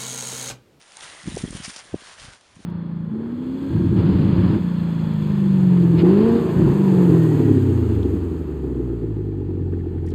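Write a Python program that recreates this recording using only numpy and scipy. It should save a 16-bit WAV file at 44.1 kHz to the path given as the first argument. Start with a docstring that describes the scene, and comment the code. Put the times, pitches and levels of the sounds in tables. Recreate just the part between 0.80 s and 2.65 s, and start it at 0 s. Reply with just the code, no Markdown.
"""A grassy field in faint wind: one dog digs while a second steps past close to the microphone.
Paws thud dully on the turf and loose soil settles after each blow. Dry blades rustle and rasp,
stalks snap, roots tear fibre by fibre, and the digging dog puffs air through the soil in its hole.
Everything is heard close up and without echo, on a small microphone with a dip in the treble."""
import sys
import numpy as np
from scipy import signal
from scipy.fft import rfft, irfft
from scipy.io import wavfile

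SR = 44100
rng = np.random.default_rng(int(sys.argv[2]) if len(sys.argv) > 2 else 0)


def transcribe(u):
    """Save the signal u as a 16-bit wav file named by the first command-line argument.

    u: samples, shape (n,) or (channels, n), limited to [-1, 1]; the rate is SR.
    q: integer samples, one column per channel.
    """
    v = np.clip(np.atleast_2d(u).T, -1, 1)
    q = np.round(v * 32767).astype(np.int16)
    wavfile.write(sys.argv[1], SR, q)


N = 81585

# Paws striking the turf. Each row: time in seconds, peak level in dB, pitch in Hz.
PAW_BLOWS = [(0.4424, -36.5, 148), (0.4592, -29, 216), (0.477, -17, 198), (0.4831, -19.5, 255),
             (.487, -29, 221), (0.5107, -33, 219), (.5195, -33.5, 346), (0.5252, -26.5, 169),
             (0.5474, -18.5, 160), (0.5693, -22.5, 370), (0.5718, -16, 480), (0.59, -33.5, 360),
             (0.6097, -33.5, 219), (0.6403, -13.5, 192), (.6518, -21.5, 285), (0.6568, -29, 195),
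             (0.6798, -27.5, 255), (0.687, -31.5, 280), (0.7078, -25.5, 168), (0.7282, -31, 390),
             (0.7317, -30, 282), (.7527, -22, 158), (0.7631, -29.5, 231), (0.7817, -38, 150),
             (0.8032, -26.5, 194), (0.8819, -29, 185), (.898, -36.5, 207), (0.965, -41, 300),
             (1.056, -42.5, 332), (1.1345, -28.5, 122), (1.141, -27, 454), (1.1442, -11, 335),
             (1.1549, -26.5, 120), (1.161, -31.5, 242), (1.222, -40, 330), (1.448, -40.5, 163),
             (1.486, -36.5, 107), (1.7700, -35.5, 170), (1.7942, -36.5, 244), (1.8044, -35.5, 194)]
TURF_CYCLES = 0.55  # turf hardly rings
# Loose soil settling after a blow. Each row: frequency in Hz, gain in dB.
CRUMBLE_SPECTRUM = [(30, -21), (100, -7), (250, 4.5), (500, -8.5), (800, -10.5), (1500, -32), (3000, -60)]
CRUMBLE_DB, CRUMBLE_DECAY_S = -18.5, 0.0074  # level is relative to the blow
# The ground trembling under the paws. 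Each row: time in seconds, level in dB.
TREMOR_LEVELS = [(0, -87), (.19, -82), (.24, -60), (.32, -60), (.41, -74), (.47, -36), (.7, -40),
                 (.86, -49), (.96, -69), (1.1, -56), (1.28, -76), (1.42, -49), (1.52, -50.5), (1.58, -76),
                 (1.68, -67.5), (1.78, -50.5), (1.85, -56)]
# The low tone of that trembling. Each row: frequency in Hz, gain in dB.
TREMOR_SPECTRUM = [(15, -46), (40, -0.5), (100, 0.5), (200, -10), (400, -19), (700, -31), (1500, -67)]

# Legs brushing the grass. Each row: time in seconds, level in dB, brightness in dB per octave.
GRASS_BRUSHING = [(0, -55.5, 0.5), (.1, -50, -1), (.195, -45.5, -0.5), (.235, -36, 0), (.28, -40.5, -1.2),
                  (.37, -43, -1), (.46, -42, -.5), (.53, -38, 0.5), (.555, -41, 0.5), (.59, -37, 1.5),
                  (.64, -43, 0), (.7, -42.5, 1), (.77, -37.5, 1), (.815, -41.5, -0.5), (.88, -39.5, 2),
                  (1.0, -44, -1.5), (1.04, -47, 0), (1.12, -51.5, -2.6), (1.2, -46.5, -1.5),
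                  (1.52, -49.5, -2.5), (1.63, -61, -3.5), (1.73, -61, -3), (1.765, -52, -2),
                  (1.79, -60.5, -1.5), (1.85, -51, -.5)]
# The tone of dry blades, close up. Each row: frequency in Hz, gain in dB.
GRASS_SPECTRUM = [(100, -8.5), (400, -6), (800, -2.5), (1300, 0), (1950, 1), (2450, -2), (3200, 0.5),
                  (4500, -4), (7000, -4), (9300, -0.5), (11000, -11)]

# Roots and tufts tearing. Each row: peak time, rise and fall in seconds, level in dB.
ROOT_PULLS = [(0.853, 0.021, 0.019, -30.5), (0.899, 0.0088, 0.02, -36.5), (.941, .008, 0.017, -41),
              (0.9628, .0006, 0.0072, -32.5), (0.991, 0.021, 0.017, -38)]
# The tone of breaking root fibres. Each row: frequency in Hz, gain in dB.
ROOT_SPECTRUM = [(150, -19), (600, -3.5), (1400, 4), (2500, 3), (3900, 0.5), (5000, 8), (6400, 2),
                 (9000, 0), (11000, -3.5)]

# Dry stalks breaking. 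Each row: start in seconds, level in dB, pitch in Hz, decay in seconds.
STALK_SNAPS = [(0.015, -39, 4000, .001), (.023, -41, 5000, 0.0012), (0.1204, -35, 3460, 0.001),
               (.156, -46, 6000, .002), (.1698, -27, 6400, 0.0015), (0.2058, -34, 5000, 0.00084),
               (0.2085, -29, 3460, 0.0016), (0.3, -37, 3190, 0.0053), (.431, -38, 6070, 0.0025),
               (0.476, -37.5, 6050, 0.0038), (0.5002, -34, 4000, 0.0018), (.553, -26.5, 6960, 0.00072),
               (0.564, -24.5, 5700, 0.00064), (0.578, -30.5, 7600, 0.0029), (0.6224, -38, 7000, 0.0013),
               (.6625, -35, 8000, .0012), (0.708, -31.5, 9000, 0.0021), (.9622, -29, 3600, 0.0013),
               (.968, -37, 5000, .0015), (1.052, -46, 8000, 0.0017), (1.208, -40, 2500, 0.0033),
               (1.3985, -34.5, 3460, 0.0013), (1.4474, -34, 5000, 0.00045), (1.5353, -33, 4000, 0.00063),
               (1.611, -41, 6000, 0.00055), (1.756, -50, 8000, 0.0031)]
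SNAP_OCTAVES, SNAP_TOP_HZ = 0.84, 10400  # half width around the pitch; upper limit of the splintering

# Puffs with the muzzle down in the hole. Each row: start in seconds, length in seconds, level in dB.
NOSE_PUFFS = [(1.191, .06, -48), (1.244, 0.082, -45), (1.373, 0.032, -41.5), (1.406, 0.048, -41.5),
              (1.465, 0.084, -50)]
PUFF_RISE_S, PUFF_FALL_S = 0.02, 0.03
# The hiss at the muzzle. Each row: frequency in Hz, gain in dB.
PUFF_SPECTRUM = [(150, -13), (500, -8.5), (1000, -2), (1600, -1), (2300, -3), (3400, -2), (4800, -3),
                 (6500, -6.5), (9000, -6.5), (11000, -13.5)]

# Blades and claws dragging. Each row: middle and length in seconds, pitch in Hz, level in dB.
DRAGS = [(0.197, 0.055, 860, -50), (.24, 0.024, 3770, -45), (0.283, 0.061, 1950, -52),
         (0.447, 0.21, 1970, -49), (0.526, 0.026, 3830, -43.5), (0.653, 0.037, 1870, -51),
         (0.678, 0.012, 3260, -42.5), (0.792, 0.055, 3120, -45), (1.233, 0.2, 1610, -54.5),
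         (1.513, 0.073, 1520, -52.5)]
RASP_WIDTH_HZ, RASP_WIDENING = 68, 0.036  # half width, plus a share of the pitch

# The breeze behind the dogs. Each row: frequency in Hz, gain in dB.
WIND_SPECTRUM = [(20, -19), (60, -9), (200, -5.5), (600, -2.5), (1400, -8), (3200, -7), (6000, -10),
                 (10000, -16)]
WIND_DB = -57

# The microphone's fading top end. Each row: frequency in Hz, gain in dB.
MIC_ROLL_OFF = [(10000, -2.5), (10600, -5), (11000, -12.5), (11500, -23.5)]
NOTCH_HZ, NOTCH_WIDTH_HZ, NOTCH_DB, BAND_LIMIT_HZ = 7890, 300, -7, 11600


def paws():
    """Each blow is one heavily damped swing of the turf, then settling soil; the ground trembles below."""
    out, lead_s = np.zeros(N), 0.03
    t = np.arange(-lead_s, 2 * lead_s, 1 / SR)
    for s, db, hz in PAW_BLOWS:
        swing = np.sin(2 * np.pi * hz * t) / np.cosh(2 * hz * t / TURF_CYCLES)
        settling = np.clip(t * hz + 1, 0, 1) * np.exp(-np.maximum(t, 0) / CRUMBLE_DECAY_S)
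        crumble = colour(rng.standard_normal(len(t)), CRUMBLE_SPECTRUM) * settling
        add(out, s - lead_s, amp(db) * (swing / swing.max() + amp(CRUMBLE_DB) * crumble))
    tremor = amp(curve(TREMOR_LEVELS)) * colour(rng.standard_normal(N), TREMOR_SPECTRUM)
    return out + tremor


def grass():
    """Blades slide and tick against each other, brighter when they are pushed fast."""
    slide_share = 0.57  # of the power
    ticks = np.sqrt(1 - slide_share) * crackle(per_s=3500, spread_db=1.5)
    slide = np.sqrt(slide_share) * rng.standard_normal(N)
    f, t, spectra = signal.stft(colour(ticks + slide, GRASS_SPECTRUM), SR, nperseg=256)
    times, _, brightness = np.transpose(GRASS_BRUSHING)
    octaves = np.log2(np.maximum(f, 800) / 3500)  # the tone tilts about 3500 Hz
    tilt = amp(octaves[:, None] * np.interp(t, times, brightness))
    blades = signal.istft(spectra * tilt, SR, nperseg=256)[1][:N]
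    rustle = blades * amp(curve(GRASS_BRUSHING))
    return rustle * flutter(depth_db=1.04, span_s=0.024) * flutter(depth_db=1.05, span_s=0.0011)


def roots():
    """Each pull breaks a dense run of fibres that swells and dies."""
    pull, t = np.zeros(N), np.arange(N) / SR
    for peak, rise, fall, db in ROOT_PULLS:
        width = np.where(t < peak, rise, fall)
        pull += amp(db) * np.exp(-((t - peak) / width) ** 2)
    fibres = crackle(per_s=5500, spread_db=5.5) + 1.13 * rng.standard_normal(N)
    return pull * colour(fibres, ROOT_SPECTRUM)


def stalks():
    """A dry stalk snaps in a burst of splintering that dies within milliseconds."""
    out, t = np.zeros(N), np.arange(1024) / SR
    f = np.fft.rfftfreq(len(t), 1 / SR) + 1
    for start, db, hz, decay in STALK_SNAPS:
        band = 1 / (1 + (np.log2(f / hz) / SNAP_OCTAVES) ** 2) / (1 + (f / SNAP_TOP_HZ) ** 20)
        phases = np.exp(2j * np.pi * rng.random(len(f)))
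        fade = np.exp(-t / decay)
        splinter = unit(irfft(band * phases) * fade)
        add(out, start, amp(db) * splinter * np.sqrt(np.mean(fade ** 2)))
    return out


def snuffles():
    """Puffs of air from the dog's nose hiss through soil and stir the blades."""
    power, t = np.zeros(N), np.arange(N) / SR
    for start, length, db in NOSE_PUFFS:
        rise = np.clip((t - start) / PUFF_RISE_S, 0, 1)
        fall = np.exp(-np.maximum(t - start - length, 0) / PUFF_FALL_S)
        power += (amp(db) * rise * fall) ** 2
    air = rng.standard_normal(N) + 0.5 * crackle(per_s=3200, spread_db=1.0)
    return np.sqrt(power) * colour(air, PUFF_SPECTRUM) * flutter(depth_db=1.73, span_s=0.0038)


def rasps():
    """A dragging blade or claw excites one faint, narrow resonance by friction."""
    out, t, f = np.zeros(N), np.arange(N) / SR, np.fft.rfftfreq(N, 1 / SR)
    for middle, length, hz, db in DRAGS:
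        resonance = 1 / (1 + ((f - hz) / (RASP_WIDTH_HZ + RASP_WIDENING * hz)) ** 2)
        ring = unit(irfft(rfft(rng.standard_normal(N)) * resonance, N))
        swell = np.exp(-2 * ((t - middle) / length) ** 2)
        out += amp(db) * ring * swell
    return out


def wind():
    """A faint, wavering breeze over the open field."""
    return amp(WIND_DB) * colour(rng.standard_normal(N), WIND_SPECTRUM) * flutter(depth_db=3, span_s=0.093)


def crackle(per_s, spread_db, cycles=0.92):
    """Tiny fractures of random size, each ringing one fibre for a cycle or two; broadband overall."""
    out, t = np.zeros(N), np.arange(512) / SR
    pitches = np.linspace(600, 11000, 24)
    for hz in pitches:
        size = amp(spread_db * np.minimum(rng.exponential(1, N), 3.5))
        clicks = size * rng.choice([-1, 1], N) * (rng.random(N) < per_s / len(pitches) / SR)
        fibre = unit(np.sin(2 * np.pi * hz * t) * np.exp(-t * hz / cycles))
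        out += signal.oaconvolve(clicks, fibre)[:N]
    return unit(out)


def flutter(depth_db, span_s):
    """A random gain that makes a level waver, more slowly for a longer span."""
    f = np.fft.rfftfreq(N, 1 / SR)
    drift = irfft(rfft(rng.standard_normal(N)) * np.exp(-(f * span_s) ** 2), N)
    return amp(depth_db * unit(drift))


def colour(x, spectrum):
    """Gives a sound a spectrum and an rms of 1."""
    hz, db = np.transpose(spectrum)
    f = np.fft.rfftfreq(len(x), 1 / SR)
    gain = amp(np.interp(np.log(f + 1), np.log(hz), db))
    return unit(irfft(rfft(x) * gain, len(x)))


def curve(rows):
    """A table's levels, joined by straight lines in time."""
    times, levels = np.transpose(rows)[:2]
    return np.interp(np.arange(N) / SR, times, levels)


def amp(db):
    """Decibels to gain."""
    return 10 ** (np.asarray(db) / 20)


def unit(x):
    """Scales to an rms of 1."""
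    return x / np.sqrt(np.mean(x ** 2) + 1e-20)


def add(mix, start_s, sound):
    """Mixes a sound in at a time."""
    part = mix[max(round(start_s * SR), 0):][:len(sound)]
    part += sound[:len(part)]


def scene():
    """Both dogs at close range with the breeze behind them, in mono and without echo."""
    return (paws() + grass() + rasps() + roots() + snuffles() + stalks() + wind())[None]


def record(dry):
    """A small microphone with a narrow treble dip, a fading top end and a sharp band limit."""
    f = np.fft.rfftfreq(2 * N, 1 / SR)
    notch_db = NOTCH_DB * np.exp(-((f - NOTCH_HZ) / NOTCH_WIDTH_HZ) ** 2)
    roll_off_db = np.interp(f, *np.transpose(MIC_ROLL_OFF))
    heard = irfft(rfft(dry, 2 * N) * amp(notch_db + roll_off_db))[:, :N]
    low_pass = signal.firwin(511, BAND_LIMIT_HZ, window=("kaiser", 9), fs=SR)
    return signal.oaconvolve(heard, low_pass[None], "same")


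dry = scene()
out = record(dry)
transcribe(out)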